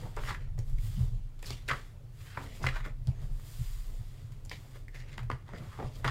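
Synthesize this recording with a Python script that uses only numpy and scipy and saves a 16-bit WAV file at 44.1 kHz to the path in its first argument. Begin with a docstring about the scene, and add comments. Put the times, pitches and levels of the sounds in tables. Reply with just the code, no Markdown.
"""Leafing through a glossy paperback

A hand turns the pages of a book on a table, under a microphone that stands on the same table.
Pages snap (bursts ringing resonances), crinkle and flap, and skin slides on the gloss (coloured noises).
A fingertip squeaks once (gliding sine); the arms rock, thrum and bump the table (sines, resonant noise).
A small quiet room answers with decaying noise tails, over a faint bed of air."""
import sys
import numpy as np
from scipy import signal
from scipy.fft import rfft, irfft, next_fast_len
from scipy.io import wavfile
from scipy.ndimage import uniform_filter1d, map_coordinates

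SR = 44100
rng = np.random.default_rng(int(sys.argv[2]) if len(sys.argv) > 2 else 0)


def linear_from_db(decibels):
    """Turn decibels (scalar or array-like) into linear amplitude factors; 0 gives 1."""
    return 10 ** (np.asarray(decibels, float) / 20)


def bounce(signal):
    """Save signal as a 16-bit WAV file at the path given by the first command-line argument."""
    frames = np.transpose(np.atleast_2d(signal))
    limited = np.clip(frames, -1, 1)
    pcm = np.round(limited * 32767).astype(np.int16)
    wavfile.write(sys.argv[1], SR, pcm)


N = 269154  # length in samples

# folds that let go: start_s, level_db, pitch_hz, push_db (low push), t60_s (of the burst)
SNAPS = [(0.031, -48, 960, -44.5, 0.053), (0.165, -46, 5830, -70, 0.014), (0.167, -33.5, 920, -37, 0.1),
         (0.2372, -44, 1680, -41, 0.013), (0.279, -39, 1280, -50, 0.067), (0.288, -33, 1230, -49, 0.044),
         (0.292, -38, 3470, -60, 0.03), (0.305, -30.5, 1180, -47, 0.048), (0.347, -36, 1800, -57, 0.021),
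         (0.5791, -64, 1570, -46.5, 0.027), (0.59, -41, 6040, -44.5, 0.01), (0.785, -51, 2130, -79, 0.018),
         (1.3915, -55, 3630, -64, 0.028), (1.427, -43, 9000, -70, 0.013),
         (1.4282, -43.5, 2610, -44.5, 0.025), (1.4445, -48, 1890, -61, 0.021),
         (1.506, -29, 4000, -33, 0.0097), (1.6806, -38, 3530, -44, 0.031),
         (1.687, -35.5, 8740, -70, 0.0068), (1.6858, -28.5, 1890, -36.5, 0.061),
         (1.692, -47, 11400, -72, 0.012), (1.694, -28, 1880, -42, 0.04), (1.703, -24, 1220, -45, 0.033),
         (1.712, -23, 1380, -36.5, 0.035), (1.722, -43, 1180, -43, 0.016), (1.733, -33, 1360, -50, 0.022),
         (2.373, -29.5, 960, -32.5, 0.025), (2.632, -50, 1620, -48, 0.012), (2.632, -41, 7050, -70, 0.0085),
         (2.642, -25, 864, -58, 0.0096), (2.666, -22, 1690, -43, 0.0071), (2.668, -34, 3830, -60, 0.015),
         (2.669, -23.5, 1900, -32, 0.018), (2.688, -28, 1900, -46, 0.025), (2.7468, -51, 1750, -43, 0.0081),
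         (2.759, -35, 1240, -42, 0.045), (2.85, -38.5, 1440, -52, 0.023), (2.8605, -42, 1750, -36, 0.022),
         (3.0728, -39.5, 4470, -50, 0.0035), (3.397, -54, 1170, -56, 0.014),
         (4.3213, -57.5, 4930, -58, 0.023), (4.451, -46, 7260, -71, 0.014),
         (4.4608, -45, 7450, -54, 0.0037), (4.4963, -36.5, 4900, -68, 0.008),
         (4.514, -33.5, 2300, -37.5, 0.025), (4.756, -53, 1330, -50, 0.036),
         (4.8829, -44.5, 1900, -59, 0.0082), (4.945, -51, 1850, -50.5, 0.041),
         (5.178, -49, 5000, -53, 0.0094), (5.1809, -34, 1900, -36, 0.009), (5.191, -41.5, 1400, -56, 0.027),
         (5.2306, -52, 1990, -50, 0.021), (5.301, -25, 1140, -30.5, 0.015), (5.315, -34, 1400, -57, 0.012),
         (5.3254, -53, 1800, -68, 0.0093), (5.49, -45, 988, -47, 0.017), (5.535, -46, 935, -40.5, 0.022),
         (5.727, -49, 1060, -54, 0.1), (5.789, -49, 800, -38, 0.033), (5.799, -33.5, 600, -45, 0.048),
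         (5.826, -55, 705, -35.5, 0.032), (6.044, -46, 9100, -65, 0.026), (6.045, -24, 1130, -30, 0.039),
         (6.0775, -32, 3830, -60, 0.02), (6.077, -24, 1220, -44, 0.05)]
# bumps on the table: start_s, level_db, pitch_hz (of the top), lower_db (lower mode re the top), length_s (to 1/e)
BUMPS = [(0.24, -35, 126.4, -13, 0.053), (0.584, -29, 118.3, -24, 0.045), (0.842, -31.5, 108.5, -10, 0.073),
         (0.979, -25, 127.7, -14, 0.054), (0.982, -30, 190, -30, 0.026), (1.004, -23.5, 126, -0.5, 0.047),
         (1.119, -31, 112, -20, 0.048), (1.479, -40.5, 118.8, -6, 0.1), (1.717, -32.5, 125, -8, 0.039),
         (2.641, -29, 128.4, -4, 0.076), (3.08, -19, 126.7, -7, 0.039), (3.22, -33, 127, -11, 0.037),
         (3.308, -37, 126, -23, 0.046), (3.598, -28, 116.4, -3, 0.039), (3.926, -33.5, 106, -1, 0.023),
         (3.995, -32, 113, -9, 0.036), (5.21, -33.5, 117.8, -12, 0.092), (5.324, -31, 125.6, -4.5, 0.045),
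         (5.606, -35, 125, -26, 0.039), (5.842, -34, 125.8, -20, 0.076), (6.059, -30, 125.7, -13, 0.13)]
# the page bends and crinkles: peak_s, level_db, rise_s, fall_s (each spans 20 dB), centre_hz
BENDS = [(0.0, -56, .05, 0.032, 2480), (0.055, -68, 0.026, 0.076, 1050), (0.19, -57.5, 0.037, 0.19, 1320),
         (0.305, -45.5, 0.1, 0.066, 1510), (0.42, -63.5, .08, 0.12, 1410), (0.59, -66, 0.017, 0.08, 2020),
         (0.74, -81, .05, 0.11, 2250), (0.97, -65, 0.33, 0.36, 3080), (1.465, -50, 0.028, 0.079, 4570),
         (1.51, -51, 0.057, 0.12, 2750), (1.77, -56, 0.093, 0.13, 1540), (2.21, -67.5, 0.078, 0.048, 2200),
         (2.3, -59, 0.14, 0.36, 1440), (2.41, -55, 0.13, 0.09, 1210), (2.55, -61.5, 0.23, 0.092, 2870),
         (2.655, -43.5, 0.038, 0.032, 1760), (2.758, -49, 0.093, 0.12, 1310),
         (2.868, -54.5, 0.13, 0.049, 1470), (3.08, -68, 0.036, .12, 2700), (3.214, -71.5, 0.26, 0.14, 1490),
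         (3.65, -73, .3, .95, 2700), (4.18, -74, 0.75, .4, 2400), (4.52, -51.5, 0.027, 0.084, 2400),
         (4.76, -65, .04, 0.059, 1530), (4.95, -57, 0.021, 0.13, 1980), (5.01, -59, .08, 0.056, 1940),
         (5.135, -56, 0.094, .04, 1760), (5.19, -63, 0.033, 0.12, 1590), (5.33, -63.5, 0.065, 0.15, 1400),
         (5.49, -61, 0.058, 0.24, 1090), (5.56, -57, .05, 0.043, 1470), (5.585, -63.5, 0.025, 0.029, 4800),
         (5.62, -63, 0.12, 0.17, 970), (5.775, -59.5, 0.21, 0.047, 1010), (5.84, -60, .05, 0.07, 1010),
         (5.87, -67, .04, 0.047, 4500), (5.96, -61, 0.095, 0.026, 3020), (6.06, -39, 0.022, 0.066, 1120)]
USUAL_DB = -30  # level of a middling snap


def unit(x):
    """Scales x to rms 1."""
    return x / np.sqrt(np.mean(x ** 2) + 1e-20)


def along(points, hz):
    """Reads a curve of (Hz, value) points on a log frequency axis."""
    point_hz, values = np.transpose(points)
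    return np.interp(np.log(hz + 1), np.log(point_hz + 1), values)


def curves(rows):
    """Gives one value per sample for each column after the time."""
    times, *columns = np.transpose(rows)
    return [np.interp(np.arange(N) / SR, times, column) for column in columns]


def wobble(rate):
    """Draws a smooth random curve with rate knots a second."""
    return map_coordinates(rng.standard_normal(N // 20), [np.arange(N) * rate / SR])


def filtered(x, response):
    """Multiplies the spectrum of x by a response of frequency."""
    size = next_fast_len(len(x) + 8192)
    return irfft(rfft(x, size) * response(np.fft.rfftfreq(size, 1 / SR)), size)[:len(x)]


def peak(f, hz, width):
    """Response of one causal resonance, 1 at its centre."""
    return 1j * f * width / (hz * hz - f * f + 1j * f * width)


def steady(x, size):
    """Divides out the slow level drift of x and scales it to rms 1."""
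    return unit(x / np.sqrt(np.abs(uniform_filter1d(x ** 2, size=size)) + 1e-20))


def add(track, s, sound):
    """Mixes a sound into the track at time s."""
    track[int(s * SR):][:len(sound)] += sound


def rustle(colour_db, grain_db, clump_db, patchy_db):
    """Noise of rms 1 whose tiny impacts vary in size, clump, and change colour in patches.

    colour_db is a function of (Hz, s)."""
    sizes = linear_from_db(grain_db * wobble(900) + clump_db * wobble(60))
    hz, t, z = signal.stft(sizes * rng.standard_normal(N), SR, nperseg=512)
    patches = uniform_filter1d(rng.standard_normal(z.shape), size=4, axis=0)  # over frequency
    patches = uniform_filter1d(patches, size=10, axis=1)  # over time
    z = z * linear_from_db(patchy_db * unit(patches) + colour_db(hz[:, None], t))
    return steady(signal.istft(z, nperseg=512)[1][:N], size=4000)


def gestures(rows, roundness):
    """Gain of overlapping swells, and their power-weighted colour as a function of time."""
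    t, power, colour = np.arange(N) / SR, 1e-12, 0
    for s, db, rise, fall, value in rows:
        distance = np.abs((t - s) / np.where(t < s, rise, fall))
        swell = linear_from_db(db - 20 * distance ** roundness) ** 2 + 1e-20
        power = power + swell
        colour = colour + value * swell
    usual = np.mean(rows, axis=0)[-1]  # colour where nothing swells
    blend = (colour + 1e-12 * usual) / power
    return np.sqrt(power), lambda at: np.interp(at, t, blend)


def fading(starts):
    """Gain of sudden sounds (start_s, level_db, t60_s) dying away."""
    power, t = np.zeros(N + SR), np.arange(SR // 2) / SR
    for s, db, t60 in starts:
        add(power, s, linear_from_db(db - 60 * t / t60) ** 2)
    return np.sqrt(power[:N])


def still_air():
    """A faint steady bed of noise, darker towards the treble."""
    # colour of the air: hz, level_db (relative, per Hz)
    air_colour = [(100, -25), (170, 3), (250, 0), (500, -5), (1000, -11), (2000, -15), (4000, -19),
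                  (8000, -23), (12500, -25.5), (15800, -27)]
    return linear_from_db(-66.5) * rustle(lambda hz, t: along(air_colour, hz), grain_db=.1, clump_db=.3, patchy_db=1.5)


def room(x):
    """Each frequency of the room's answer dies at its own speed; every quarter second gets a new tail."""
    # decay of the room: hz, t60_s
    decay = [(300, 0.28), (2000, 0.15), (10000, 0.19)]
    wet, step = np.zeros(N + SR), SR // 4
    for start in range(0, N, step):
        hz, t, z = signal.stft(rng.standard_normal(SR // 2), SR, nperseg=256)
        z = z * linear_from_db(-60 * t / along(decay, hz)[:, None])
        tail = signal.istft(z, SR, nperseg=256)[1]
        answer = signal.fftconvolve(x[start:start + step], tail / np.linalg.norm(tail))
        add(wet, start / SR + .006, answer)
    return wet[:N]


def air_gap(book):
    """The air between book and microphone lifts a few broad bands."""
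    # lifts: hz, width_hz, lift_db
    lifts = [(1200, 300, 3), (2000, 450, 6), (3400, 500, 2), (4800, 600, 4), (7100, 700, 4)]
    return filtered(book, lambda f: 1 + sum((linear_from_db(db) - 1) * peak(f, hz, width) for hz, width, db in lifts))


def table_sway(sway_db):
    """The table legs rock slowly and unevenly: sines of wandering pitch and level."""
    # rocking of the legs: hz, level_db (relative)
    legs = [(26.5, 4), (39, -0.5)]
    sway = 0
    for hz, db in legs:
        phase = 2 * np.pi * np.cumsum(hz * (1 + 0.0758 * wobble(8))) / SR
        sway = sway + linear_from_db(db + 1.34 * wobble(22)) * np.sin(phase + rng.uniform(0, 2 * np.pi))
    return linear_from_db(sway_db + 3.5 * wobble(7.9)) * unit(sway)  # the arms lean unevenly


def table_thrum(thrum_db):
    """The table top thrums: noise through its modes, each resonance passed twice."""
    # modes of the top: hz, width_hz (of one pass), level_db (relative)
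    modes = [(85.2, 27.5, -1.5), (121.8, 41, -2.3), (143.6, 32.6, -10), (203.8, 33, -24.5)]

    def top(f):
        signs = [(-1) ** k for k in range(len(modes))]
        return sum(sign * linear_from_db(db) * peak(f, hz, width) ** 2 for sign, (hz, width, db) in zip(signs, modes))

    thrum = steady(filtered(rng.standard_normal(N), top), size=5000)
    return linear_from_db(thrum_db + 2 * wobble(13)) * thrum  # the arms lean unevenly


def table_bumps():
    """A bump sounds three modes of the table for a few cycles."""
    lower_hz, upper_hz, upper_db = 75.2, 195.8, -23.5
    track, t = np.zeros(N + SR), np.arange(SR // 4) / SR
    tone = lambda hz: np.sin(2 * np.pi * hz * t)
    for s, db, hz, lower_db, length in BUMPS:
        swell = (1 - np.exp(-t / 0.01)) * np.exp(-(t / length) ** 3)  # the soft hand damps what it started
        modes = tone(hz) + linear_from_db(lower_db) * tone(lower_hz) + linear_from_db(upper_db) * tone(upper_hz)
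        add(track, s - .008, linear_from_db(db) * swell * modes)
    return track[:N]


def table():
    """The arms shake the table: its legs sway, its top thrums, and bumps ring it."""
    # shaking under the arms: time_s, sway_db (slow rocking), thrum_db (table top)
    shake = [(0.0, -52, -45.5), (0.25, -33, -47.5), (0.34, -44, -42.5), (0.75, -28, -44),
             (0.87, -39, -43.5), (0.97, -36, -38.5), (1.38, -44.5, -51), (2.44, -49.5, -48),
             (2.8, -32, -50.5), (3.13, -39.5, -42.5), (3.38, -32.5, -45), (3.45, -47, -51),
             (3.6, -33, -44.5), (3.86, -46, -54.5), (3.89, -37, -50.5), (4.18, -47, -47),
             (5.11, -46.5, -50), (5.25, -42, -49.5), (5.61, -57, -49), (6.1, -39, -42)]
    sway_db, thrum_db = curves(shake)
    return table_sway(sway_db) + table_thrum(thrum_db) + table_bumps()


def squeak():
    """A fingertip squeaks: one sine glides down with a trembling level."""
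    # the squeak: time_s, pitch_hz, level_db
    glide = [(3.105, 7140, -90), (3.12, 7000, -80), (3.16, 6500, -78), (3.19, 6360, -73),
             (3.205, 6250, -90)]
    hz, db = curves(glide)
    tone = linear_from_db(db + 1.7 * wobble(120)) * np.sin(2 * np.pi * np.cumsum(hz) / SR)
    seconds = np.arange(N) / SR
    return tone * (seconds > glide[0][0]) * (seconds < glide[-1][0])


def flapping_pages():
    """A loose page flaps low: when lifted, while bending, after each snap or bump, and faintly throughout."""
    # a lifted page flaps through the air: peak_s, level_db, rise_s, fall_s (each spans 20 dB)
    flaps = [(0.055, -44, 0.1, 0.06), (0.3, -66, 0.14, .08), (0.69, -63, 0.057, 0.052),
             (1.95, -57, 0.031, 0.035), (2.45, -49.5, 0.11, .16), (2.53, -52.5, .04, 0.071),
             (2.621, -43, 0.033, 0.12), (2.868, -52, 0.038, 0.055), (3.22, -53.5, 0.07, 0.13),
             (3.9, -57, 0.08, 0.13), (4.42, -59.5, 0.36, 0.12), (4.66, -63, 0.12, 0.43),
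             (5.12, -55, .12, 0.15), (5.61, -45.5, 0.16, 0.098), (5.803, -41, 0.022, 0.1),
             (5.97, -55, 0.047, 0.23)]
    # colour of flapping: hz, level_db (relative, per Hz)
    flap_colour = [(170, 10), (260, 0), (450, 1.5), (800, -5.5), (1400, -19.5), (3000, -99)]
    lasts = 8.3  # t60 over the snap's t60 or the bump's length
    lifted, _ = gestures([(*row, 0) for row in flaps], roundness=1.8)
    bend, _ = gestures(BENDS, roundness=1.13)
    after_snaps = [(s, push_db - 9, lasts * t60) for s, _, _, push_db, t60 in SNAPS]
    after_bumps = [(s, db - 29, lasts * length) for s, db, _, _, length in BUMPS]
    loose = fading(after_snaps + after_bumps)
    idle = linear_from_db(-69 + 3.5 * wobble(6.5))
    gain = np.sqrt(loose ** 2 + lifted ** 2 + (linear_from_db(-4.5) * bend) ** 2 + idle ** 2)
    return gain * rustle(lambda hz, t: along(flap_colour, hz), grain_db=0.5, clump_db=1.5, patchy_db=2.5)


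def sliding_skin():
    """Skin slides over the gloss with a smooth hiss, and a hiss trails each snap."""
    # strokes: peak_s, level_db, rise_s, fall_s (each spans 20 dB), brightness (dB per octave)
    strokes = [(0.02, -55, 0.071, 0.19, -3), (0.28, -48.5, 0.17, 0.098, -3), (0.7, -65, .1, .08, 0),
               (0.84, -57, 0.075, 0.21, 0.5), (1.0, -60.5, 0.27, .17, -0.5), (1.48, -53, .1, 0.17, -3),
               (1.76, -54.5, 0.15, 0.21, -3), (2.24, -62.5, 0.16, 0.29, 0), (2.44, -53.5, 0.19, 0.14, -3),
               (2.55, -60, 0.076, 0.28, -1), (3.23, -62, .07, 0.076, -3), (3.47, -60.5, 0.07, 0.6, 0.5),
               (3.66, -58.5, 0.57, 0.58, 0), (4.2, -70, 0.87, 0.82, -2.5), (4.53, -65.5, 0.02, 0.52, -1.5),
               (4.76, -65, 0.24, 0.1, -2.5), (4.97, -68, 0.049, 0.12, -2), (5.12, -69, .08, .05, -3),
               (5.6, -55.5, .1, 1, -3.5), (5.84, -49, .05, .07, -4), (5.97, -63, 0.056, 0.13, 1.5)]
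    # colour of skin on gloss: hz, level_db (relative, per Hz)
    skin_colour = [(500, -3.5), (1100, 5.5), (2400, 1.5), (3300, 6.5), (5700, 2), (8500, 4), (11000, 1),
                   (13700, 4), (15800, -2)]
    stroke, brightness = gestures(strokes, roundness=1.25)
    # a trailing hiss grows 0.2 dB per dB of snap and lasts 3.8 times the burst's t60
    hiss = fading([(s, -58.5 + 0.2 * (db - USUAL_DB), 3.8 * t60) for s, db, _, _, t60 in SNAPS])
    gloss = lambda hz, t: along(skin_colour, hz) + brightness(t) * np.log2((hz + 1) / 9000)
    return np.hypot(stroke, hiss) * rustle(gloss, grain_db=1.1, clump_db=0.5, patchy_db=-0.5)


def crinkle():
    """Bending paper crackles in grainy noise, centred higher where the fold is tight."""
    bend, centre_hz = gestures(BENDS, roundness=1.13)

    def fold(hz, t):
        octaves = np.log2((hz + 1) / centre_hz(t))
        steepness = np.where(octaves > 0, 7, 13)  # dB down one octave above or below the centre
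        return -steepness * np.abs(octaves) ** 1.247

    return bend * rustle(fold, grain_db=3.2, clump_db=1.4, patchy_db=2.6)


def snaps():
    """A fold lets go: a short burst rings the sheet at its own pitch, with a bright tick and a low push."""
    track, t = np.zeros(N + SR), np.arange(2048) / SR
    top = lambda x: x / np.abs(x).max()
    for s, db, hz, push_db, t60 in SNAPS:
        # the tick grows 0.33 dB per dB of snap, and 4 dB per octave: tighter folds tick brighter
        tick_db = -56 + 0.33 * (db - USUAL_DB) + 4 * np.log2(hz / 1500)
        rise = 1 - np.exp(-t / (.05 * t60))  # a long fold takes longer to let go
        fall = linear_from_db(-60 * t / np.clip(t60, .002, .1))
        jolts = np.sign(rng.standard_normal((3, len(t)))) * rise * fall
        sheet = filtered(jolts[0], lambda f: peak(f, hz, 0.44 * hz) * peak(f, hz, 2.56 * hz) ** 2)
        tick = filtered(jolts[1] * linear_from_db(-60 * t / .015), lambda f: peak(f, 7500, 9000) ** 2)
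        push = filtered(jolts[2], lambda f: peak(f, 451, 660) ** 2)
        add(track, s - .001, linear_from_db(db) * top(sheet) + linear_from_db(tick_db) * top(tick) + linear_from_db(push_db) * top(push))
    return track[:N]


def scene():
    """Paper and hands in the room, over the shaking table and the still air."""
    paper = snaps()
    moves = sliding_skin() + crinkle() + flapping_pages() + squeak()
    book = paper + moves + room(linear_from_db(-6.5) * paper + linear_from_db(-9.5) * moves)
    return (air_gap(book) + table() + still_air())[None]


def low_pass(x):
    """Removes everything above the highest recorded frequency."""
    return signal.sosfilt(signal.butter(12, 16530, fs=SR, output="sos"), x)


def record(dry):
    """Cuts everything above the band limit and finishes the mix."""
    top_hz = 15830
    mix = filtered(dry[0], lambda f: f < top_hz)[None]
    return low_pass(mix)


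dry = scene()
out = record(dry)
bounce(out)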